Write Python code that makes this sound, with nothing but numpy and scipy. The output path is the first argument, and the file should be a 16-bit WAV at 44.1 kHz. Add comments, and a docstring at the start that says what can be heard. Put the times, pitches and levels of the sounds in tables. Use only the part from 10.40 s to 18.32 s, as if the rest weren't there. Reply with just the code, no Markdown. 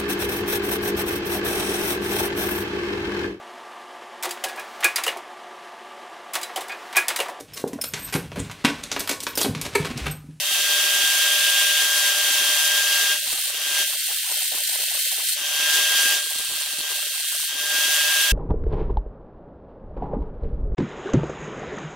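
"""An electric drill spins a small workpiece in a wooden lathe frame, close to the microphone.
It first recovers from a load, then runs free: meshing teeth whine, and the loose gears rattle, with
four knocks a turn. From 2.7 s a hand file bears on the work in four strokes; stick-slip friction
rasps and rings its steel blade, while the load slows the drill a little and pulls its gears quiet.
After 7.1 s the file is off, and the whine and rattle return."""
import sys
import numpy as np
from scipy import signal
from scipy.fft import rfft, irfft, next_fast_len
from scipy.io import wavfile
from scipy.ndimage import uniform_filter1d

SR = 44100
rng = np.random.default_rng(int(sys.argv[2]) if len(sys.argv) > 2 else 0)


def inscribe(sig):
    """Save sig as 16-bit PCM at rate SR to the path in sys.argv[1].

    A 1-D sig is mono; a 2-D sig holds one channel per row.
    Samples are clipped to [-1, 1] before scaling.
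    """
    pcm = np.round(np.clip(np.atleast_2d(sig).T, -1, 1) * 32767)
    wavfile.write(sys.argv[1], SR, pcm.astype(np.int16))


N = 349263
T = np.arange(N) / SR
HZ = np.fft.rfftfreq(next_fast_len(N), 1 / SR)

# Gear tones that go with the mesh tone, and with its octave.
# Each row: multiple of the spindle speed, relative level in dB.
MESH_TONES = [(38, -22.5), (42, 0.5), (46, -16), (50, -17.5), (126, -9.5), (168, -12.5)]
OCTAVE_TONES = [(80, -21), (84, 3.5), (88, -13), (92, -17), (100, -8.5)]
# Speed of the unloaded drill. Each row: time in seconds, mesh frequency in Hz.
FREE_SPEED = [(0, 1608), (1.5, 1607.5), (2.1, 1600), (2.45, 1610), (7.92, 1616)]
# The frame's buzz while the gears are loose. Each row: time in seconds, gain of the buzz band in dB.
BUZZ_GAIN = [(0, 0), (.85, 1), (1.02, 3), (1.38, 2), (1.5, -1.5), (1.8, -0.1), (2.7, -1), (5.25, 1),
             (5.7, -.5), (7.15, -1), (7.4, -1), (7.9, 1.2)]
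# File strokes. Each row: start in seconds, end in seconds, full drag on the mesh tone in Hz,
# relative base level in dB, growth over the stroke in dB, place from 0 (mid blade) to 1 (near the tip).
STROKES = [(2.725, 3.093, 38, -31.5, 3.5, 0.51), (3.412, 4.93, 38, -30, 2.5, 0.11),
           (5.749, 6.409, 18.5, -30.5, -1, 0.86), (6.456, 7.068, 17.5, -32, 2, 0.49)]
# Broad spectra of the drill body with its frame, and of the file at mid blade and near the tip.
# Each row: frequency in Hz, relative spectral density in dB.
BODY_SPECTRUM = [(130, -35.5), (220, -19.5), (300, -20), (600, -16.5), (1200, -12), (1700, -5.5),
                 (2350, -6), (2750, 1.5), (3500, 1), (4100, -5), (7000, -8), (8500, -6.5), (10000, -8),
                 (15800, -13.5)]
MID_SPECTRUM = [(100, -29), (400, -16), (750, -7.5), (1200, -14.5), (1700, -7), (3000, -8.5), (4300, -0.5),
                (5800, -4), (7500, -3.5), (10000, -0.5), (13000, 0), (14700, 1.5), (15800, -11)]
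TIP_SPECTRUM = [(100, -7), (400, -6.5), (750, -8.5), (1200, -6), (1700, -29), (3000, -3.5), (4300, 6),
                (5800, -4.5), (7500, 3.5), (10900, 3.5), (12400, 5), (14400, -9.5), (15800, 3.5)]
# Resonances of the body and of the steel blade.
# Each row: frequency in Hz, width in Hz, height over the broad spectrum in dB.
BODY_MODES = [(282.4, 38.5, 6.8), (383, 18, 7.4), (450, 2.5, 12.3), (595, 26, 4), (766, 57, 6.5),
              (1016, 11.3, 8.4), (1139, 18, 5.2), (2656, 11.5, 8.3), (2814, 8.2, 5.7), (3656, 29, 6.6),
              (4540, 350, 4.2), (5560, 180, 2.9), (6080, 160, 4.8), (6630, 75, 2.8), (6600, 99, 2.7),
              (7620, 160, 1.6), (10660, 200, 2.5), (11760, 700, 4.2), (14400, 260, 2.4)]
BLADE_MODES = [(2090, 200, 4), (4100, 400, 5), (4550, 160, 4), (7650, 250, 3), (8400, 400, 3),
               (8660, 280, 8), (9560, 240, 3), (11480, 330, 6), (15300, 400, 2)]
# Likeness of the two channels. 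Each row: frequency in Hz, left-right correlation from -1 to 1.
BODY_CORRELATION = [(30, 0.88), (250, 0.72), (600, 0.86), (1900, 0.7), (2450, 0.62), (2800, 0.63),
                    (3700, 0.66), (5000, 0.43), (6800, 0.17), (8100, 0.19), (9400, 0.39), (11000, 0.74),
                    (15800, 0.097)]
BLADE_CORRELATION = [(100, 0.53), (4000, 0.49), (5000, 0.063), (7000, 0.27), (8600, 0.64), (11000, 0.63),
                     (11700, -0.13), (13100, -0.053), (14700, 0.3), (15500, 0.018)]
# Stereo balance of body, mid blade and tip. Each row: frequency in Hz, left minus right in dB.
BODY_BALANCE = [(30, -7), (1000, 0.5), (2100, -0.5), (2500, -2.5), (3000, -1), (5500, 2), (6100, 2.5),
                (6600, 2), (7800, 0), (8500, 1), (9200, 0), (15800, 1.5)]
MID_BALANCE = [(100, 13), (3500, -1.5), (7500, -0.5), (12000, 0.5), (13700, 2), (15800, -3)]
TIP_BALANCE = [(100, 0), (7700, 0), (8250, -6), (8900, -6), (9250, 0), (11400, -3), (12200, -0.5),
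               (15800, 0)]
# Notches of the microphone ports. Each row: frequency in Hz, width in Hz, gain in dB.
PORT_DIPS = [(4760, 630, -2), (6700, 200, -2), (8030, 240, -2.5), (11260, 1560, -5)]

TEETH, KNOCKS_PER_TURN = 42, 4


def gear_whine(turns, tones, level_db, flutter, flutter_hz, spread_rad):
    """Periodic tooth contact radiates harmonics of the spindle speed, each modulated at random."""
    sound = np.zeros((2, N))
    for order, db in tones:
        tone = amp(db) * waver(flutter, flutter_hz) * np.exp(2j * np.pi * order * turns)
        sound += [tone.real, (tone * np.exp(1j * spread_rad)).real]
    return np.sqrt(2) * amp(level_db) * sound


def gear_rattle(turns, level_db, tight, knock_loose=0.26, knock_tight=0.76):
    """Forced vibration: gear chatter, brushes and cooling air excite the modes of drill and frame."""
    force = 1 + (knock_loose * (1 - tight) + knock_tight * tight) * knocks(turns)
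    body = response(BODY_SPECTRUM, BODY_MODES)
    sound = radiate(force, body, BODY_CORRELATION, BODY_BALANCE, band_hz=(2450, 3900))
    treble = filtered(sound, 1 - lowpass(4600, slope=8))
    treble_gain = amp(3 - 0.2 * tight + 0.5 * wander(21))  # the treble flickers
    buzz = filtered(sound, bandpass(3050, width_hz=1500))
    buzz_gain = amp(time_curve(BUZZ_GAIN) * (1 - tight))
    return amp(level_db) * (sound + (treble_gain - 1) * treble + (buzz_gain - 1) * buzz)


def file_rasp(turns, pressure, tip, chatter=0.65, trim_db=-0.33, band_hz=(8000, 15500)):
    """Stick-slip friction rings the blade; near the tip it also chatters with the spindle's knocks."""
    grip = flicker(db=2, rate_hz=71) * flicker(db=4, rate_hz=1150)  # a tooth can only grab so hard
    at_mid = radiate(grip, response(MID_SPECTRUM, BLADE_MODES), BLADE_CORRELATION, MID_BALANCE, band_hz)
    jolts = grip * (1 + chatter * knocks(turns))
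    at_tip = radiate(jolts, response(TIP_SPECTRUM, BLADE_MODES), BLADE_CORRELATION, TIP_BALANCE, band_hz)
    sound = amp(trim_db) * pressure * (np.sqrt(1 - tip) * at_mid + np.sqrt(tip) * at_tip)
    low = filtered(sound, lowpass(1400, slope=8))
    bursts = unit_rms(flicker(db=4, rate_hz=54) * flicker(db=3.5, rate_hz=9))
    scrape = filtered(sound, bandpass(3920, width_hz=1800))
    flares = unit_rms(flicker(db=2.5, rate_hz=35))  # this band flares as the teeth grab
    return sound + (bursts - 1) * low + (flares - 1) * scrape


def steel_ticks(turns, level_db):
    """A brief impact has a bright spectrum: steel meets steel at each knock of the spindle."""
    size = flicker(db=3, rate_hz=76) * flicker(db=6, rate_hz=6)
    impacts = size * pulses(turns, decay_cycles=0.045) * rng.standard_normal(N)
    return amp(level_db) * unit_rms(filtered(impacts, bandpass(9700, width_hz=5500, slope=2)))


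def motor_hum(turns, level_db, mesh_ratio=3 / 8):
    """Rotation gives a low motor tone, locked at a fixed ratio to the mesh frequency."""
    tone = waver(0.26, rate_hz=20) * np.exp(2j * np.pi * mesh_ratio * TEETH * turns)
    return np.sqrt(2) * amp(level_db) * tone.real


def low_bursts(envelope, mean_per_s=56, relative_db=-31):
    """A Poisson process of varying rate: faint clumped bursts of low noise burble during the strokes."""
    rate = mean_per_s * unit_rms(flicker(db=5, rate_hz=4))
    onsets = rng.random(N) < rate / SR
    sizes = np.sign(rng.standard_normal(N)) + rng.standard_normal((2, N))  # shared + per channel
    return amp(relative_db) * envelope * unit_rms(filtered(onsets * sizes, lowpass(1100)))


def gear_tightness(bite_s=0.083, slacken_s=0.35):
    """Load takes up backlash quickly and lets it return slowly: 0 is loose, 1 is tight."""
    held = [np.minimum((T - on) / bite_s, 1 - (T - off) / slacken_s) for on, off, *_ in STROKES]
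    opening_load = 0.38 * (1 - T / 0.31)
    return np.clip(np.max(held + [opening_load], axis=0), 0, 1)


def mesh_frequency(lag_s=0.178, opening_sag_hz=31.86):
    """Inertia makes the speed follow the drag of each stroke with a first-order lag."""
    drag = sum(drag_hz * (T > on) * (T < off) for on, off, drag_hz, *_ in STROKES)
    pole = np.exp(-1 / (lag_s * SR))
    sag = signal.lfilter([1 - pole], [1, -pole], drag) + opening_sag_hz * np.exp(-T / lag_s)
    return time_curve(FREE_SPEED) - sag


def file_contact(press_s=0.075, lift_s=0.039, unsteady_db=0.8):
    """Contact force sets the friction's amplitude; returns that pressure and its place on the blade."""
    pressure, tip = np.zeros(N), np.zeros(N)
    for on, off, _, db, growth_db, place in STROKES:
        touching = np.clip(np.minimum((T - on) / press_s, 1 - (T - off) / lift_s), 0, 1)
        progress = np.clip((T - on) / (off - on), 0, 1)
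        pressure += touching * amp(db + growth_db * (progress + 0.5))
        tip[T >= on] = place
    return pressure * amp(unsteady_db * wander(7)), tip


def knocks(turns):
    """Periodic impacts of uneven strength, one at each quarter turn."""
    return (1 + np.tanh(wander(51))) * pulses(turns, decay_cycles=0.08)


def pulses(turns, decay_cycles):
    """Exponential decay, restarted at each knock of the spindle."""
    return np.exp(-(turns * KNOCKS_PER_TURN % 1) / decay_cycles)


def radiate(force, gain, correlation, balance, band_hz):
    """Countless tiny impacts sum to noise that rings a body; the stereo level is normalised in a band."""
    common, apart = rng.standard_normal((2, N)) * unit_rms(force)
    likeness = frequency_curve(correlation)
    mid, side = gain * np.sqrt((1 + likeness) / 2), gain * np.sqrt((1 - likeness) / 2)
    band_rms = np.sqrt(np.mean(mid ** 2 * (HZ > band_hz[0]) * (HZ < band_hz[1])))
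    sign = np.array([[1], [-1]])
    pan = amp(sign * frequency_curve(balance) / 2)
    return (filtered(common, mid * pan) + sign * filtered(apart, side * pan)) / band_rms


def response(spectrum, modes):
    """Resonances add in power, as Lorentzian peaks on a broad spectrum."""
    peaks = sum((amp(db) ** 2 - 1) * bandpass(hz, width, slope=2) for hz, width, db in modes)
    return amp(frequency_curve(spectrum)) * np.sqrt(1 + peaks)


def wander(rate_hz):
    """Low-passed Gaussian noise of unit rms."""
    return unit_rms(filtered(rng.standard_normal(N), lowpass(rate_hz)))


def flicker(db, rate_hz):
    """Random amplitude modulation, bounded at plus and minus db."""
    return amp(db * np.tanh(wander(rate_hz)))


def waver(depth, rate_hz):
    """Random modulation of amplitude and phase, as a complex gain."""
    return 1 + depth * (wander(rate_hz) + 1j * wander(rate_hz))


def lowpass(corner_hz, slope=4):
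    """Gain that falls as a power of frequency above the corner."""
    return 1 / (1 + (HZ / corner_hz) ** slope)


def bandpass(centre_hz, width_hz, slope=4):
    """Bell-shaped gain, one half at the edges of the band."""
    return 1 / (1 + (2 * (HZ - centre_hz) / width_hz) ** slope)


def filtered(x, gain):
    """Linear filtering by multiplication of the spectrum."""
    size = next_fast_len(N)
    return irfft(rfft(x, size) * gain, size)[..., :N]


def frequency_curve(rows):
    """Interpolation on a log-frequency axis."""
    hz, value = np.transpose(rows)
    return np.interp(np.log(HZ + 1), np.log(hz), value)


def time_curve(rows):
    """Linear interpolation in time."""
    return np.interp(T, *np.transpose(rows))


def amp(db):
    """Decibels to amplitude ratio."""
    return 10 ** (np.asarray(db) / 20)


def unit_rms(x):
    """Normalisation to unit power."""
    return x / np.sqrt(np.mean(x ** 2) + 1e-20)


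def scene(jitter=0.00156, fade_db_per_hz=0.49):
    """Superposition of drill and file, coupled through the one spindle that the file loads."""
    tight, mesh_hz = gear_tightness(), mesh_frequency()
    pressure, tip = file_contact()
    sway_db = 0.48 * wander(9)  # the drill never runs quite evenly
    rattle_db = -25.5 - 9.5 * tight + sway_db
    fade_db = fade_db_per_hz * np.minimum(mesh_hz - 1609, 0)  # the mesh tone fades as its pitch sags
    mesh_db = -28.5 - 11.5 * tight + fade_db + sway_db
    turns = np.cumsum(mesh_hz * (1 + jitter * wander(25))) / TEETH / SR
    mesh = gear_whine(turns, MESH_TONES, mesh_db, flutter=0.12, flutter_hz=25, spread_rad=0.15)
    octave = gear_whine(turns, OCTAVE_TONES, rattle_db - 8, flutter=0.23, flutter_hz=11, spread_rad=0.069)
    hum = motor_hum(turns, level_db=-46 - 10.5 * tight)
    rattle = gear_rattle(turns, rattle_db, tight)
    ticks = steel_ticks(turns, rattle_db - 8.5)
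    return mesh + octave + hum + rattle + ticks + file_rasp(turns, pressure, tip) + low_bursts(pressure)


def noise_gate(x, threshold_db=-6.3, bass_cut_db=4, cut_db=24):
    """Spectral gating: patches below 1400 Hz shut when well under the hiss, so the lows come in bursts."""
    frames = dict(fs=SR, nperseg=512, noverlap=384)
    hz, _, spectra = signal.stft(x, **frames)
    power = (abs(spectra) ** 2).mean(0)
    hiss = uniform_filter1d(power[(hz > 10000) & (hz < 15800)].mean(0), size=20)
    patch = uniform_filter1d(uniform_filter1d(power, size=3, axis=0), size=4, axis=1)
    over_db = 10 * np.log10(abs(patch / (hiss + 1e-16)) + 1e-16) - threshold_db
    shut = (1 - np.tanh(2 * over_db)) / 2
    depth_db = np.interp(hz, [0, 300, 1300, 1400], [bass_cut_db, cut_db, cut_db, 0])
    return signal.istft(spectra * amp(-depth_db[:, None] * shut), **frames)[1][:, :N]


def record(dry, edge_hz=15800):
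    """Stages in cascade: the notches of the microphone ports, the noise gate, then the band limit."""
    dips_db = sum(db * bandpass(hz, width, slope=2) for hz, width, db in PORT_DIPS)
    gated = noise_gate(filtered(dry, amp(dips_db)))
    band_limit = signal.firwin(1023, edge_hz, window=("kaiser", 9), fs=SR)
    return signal.oaconvolve(gated, band_limit[None], "same")


dry = scene()
out = record(dry)
inscribe(out)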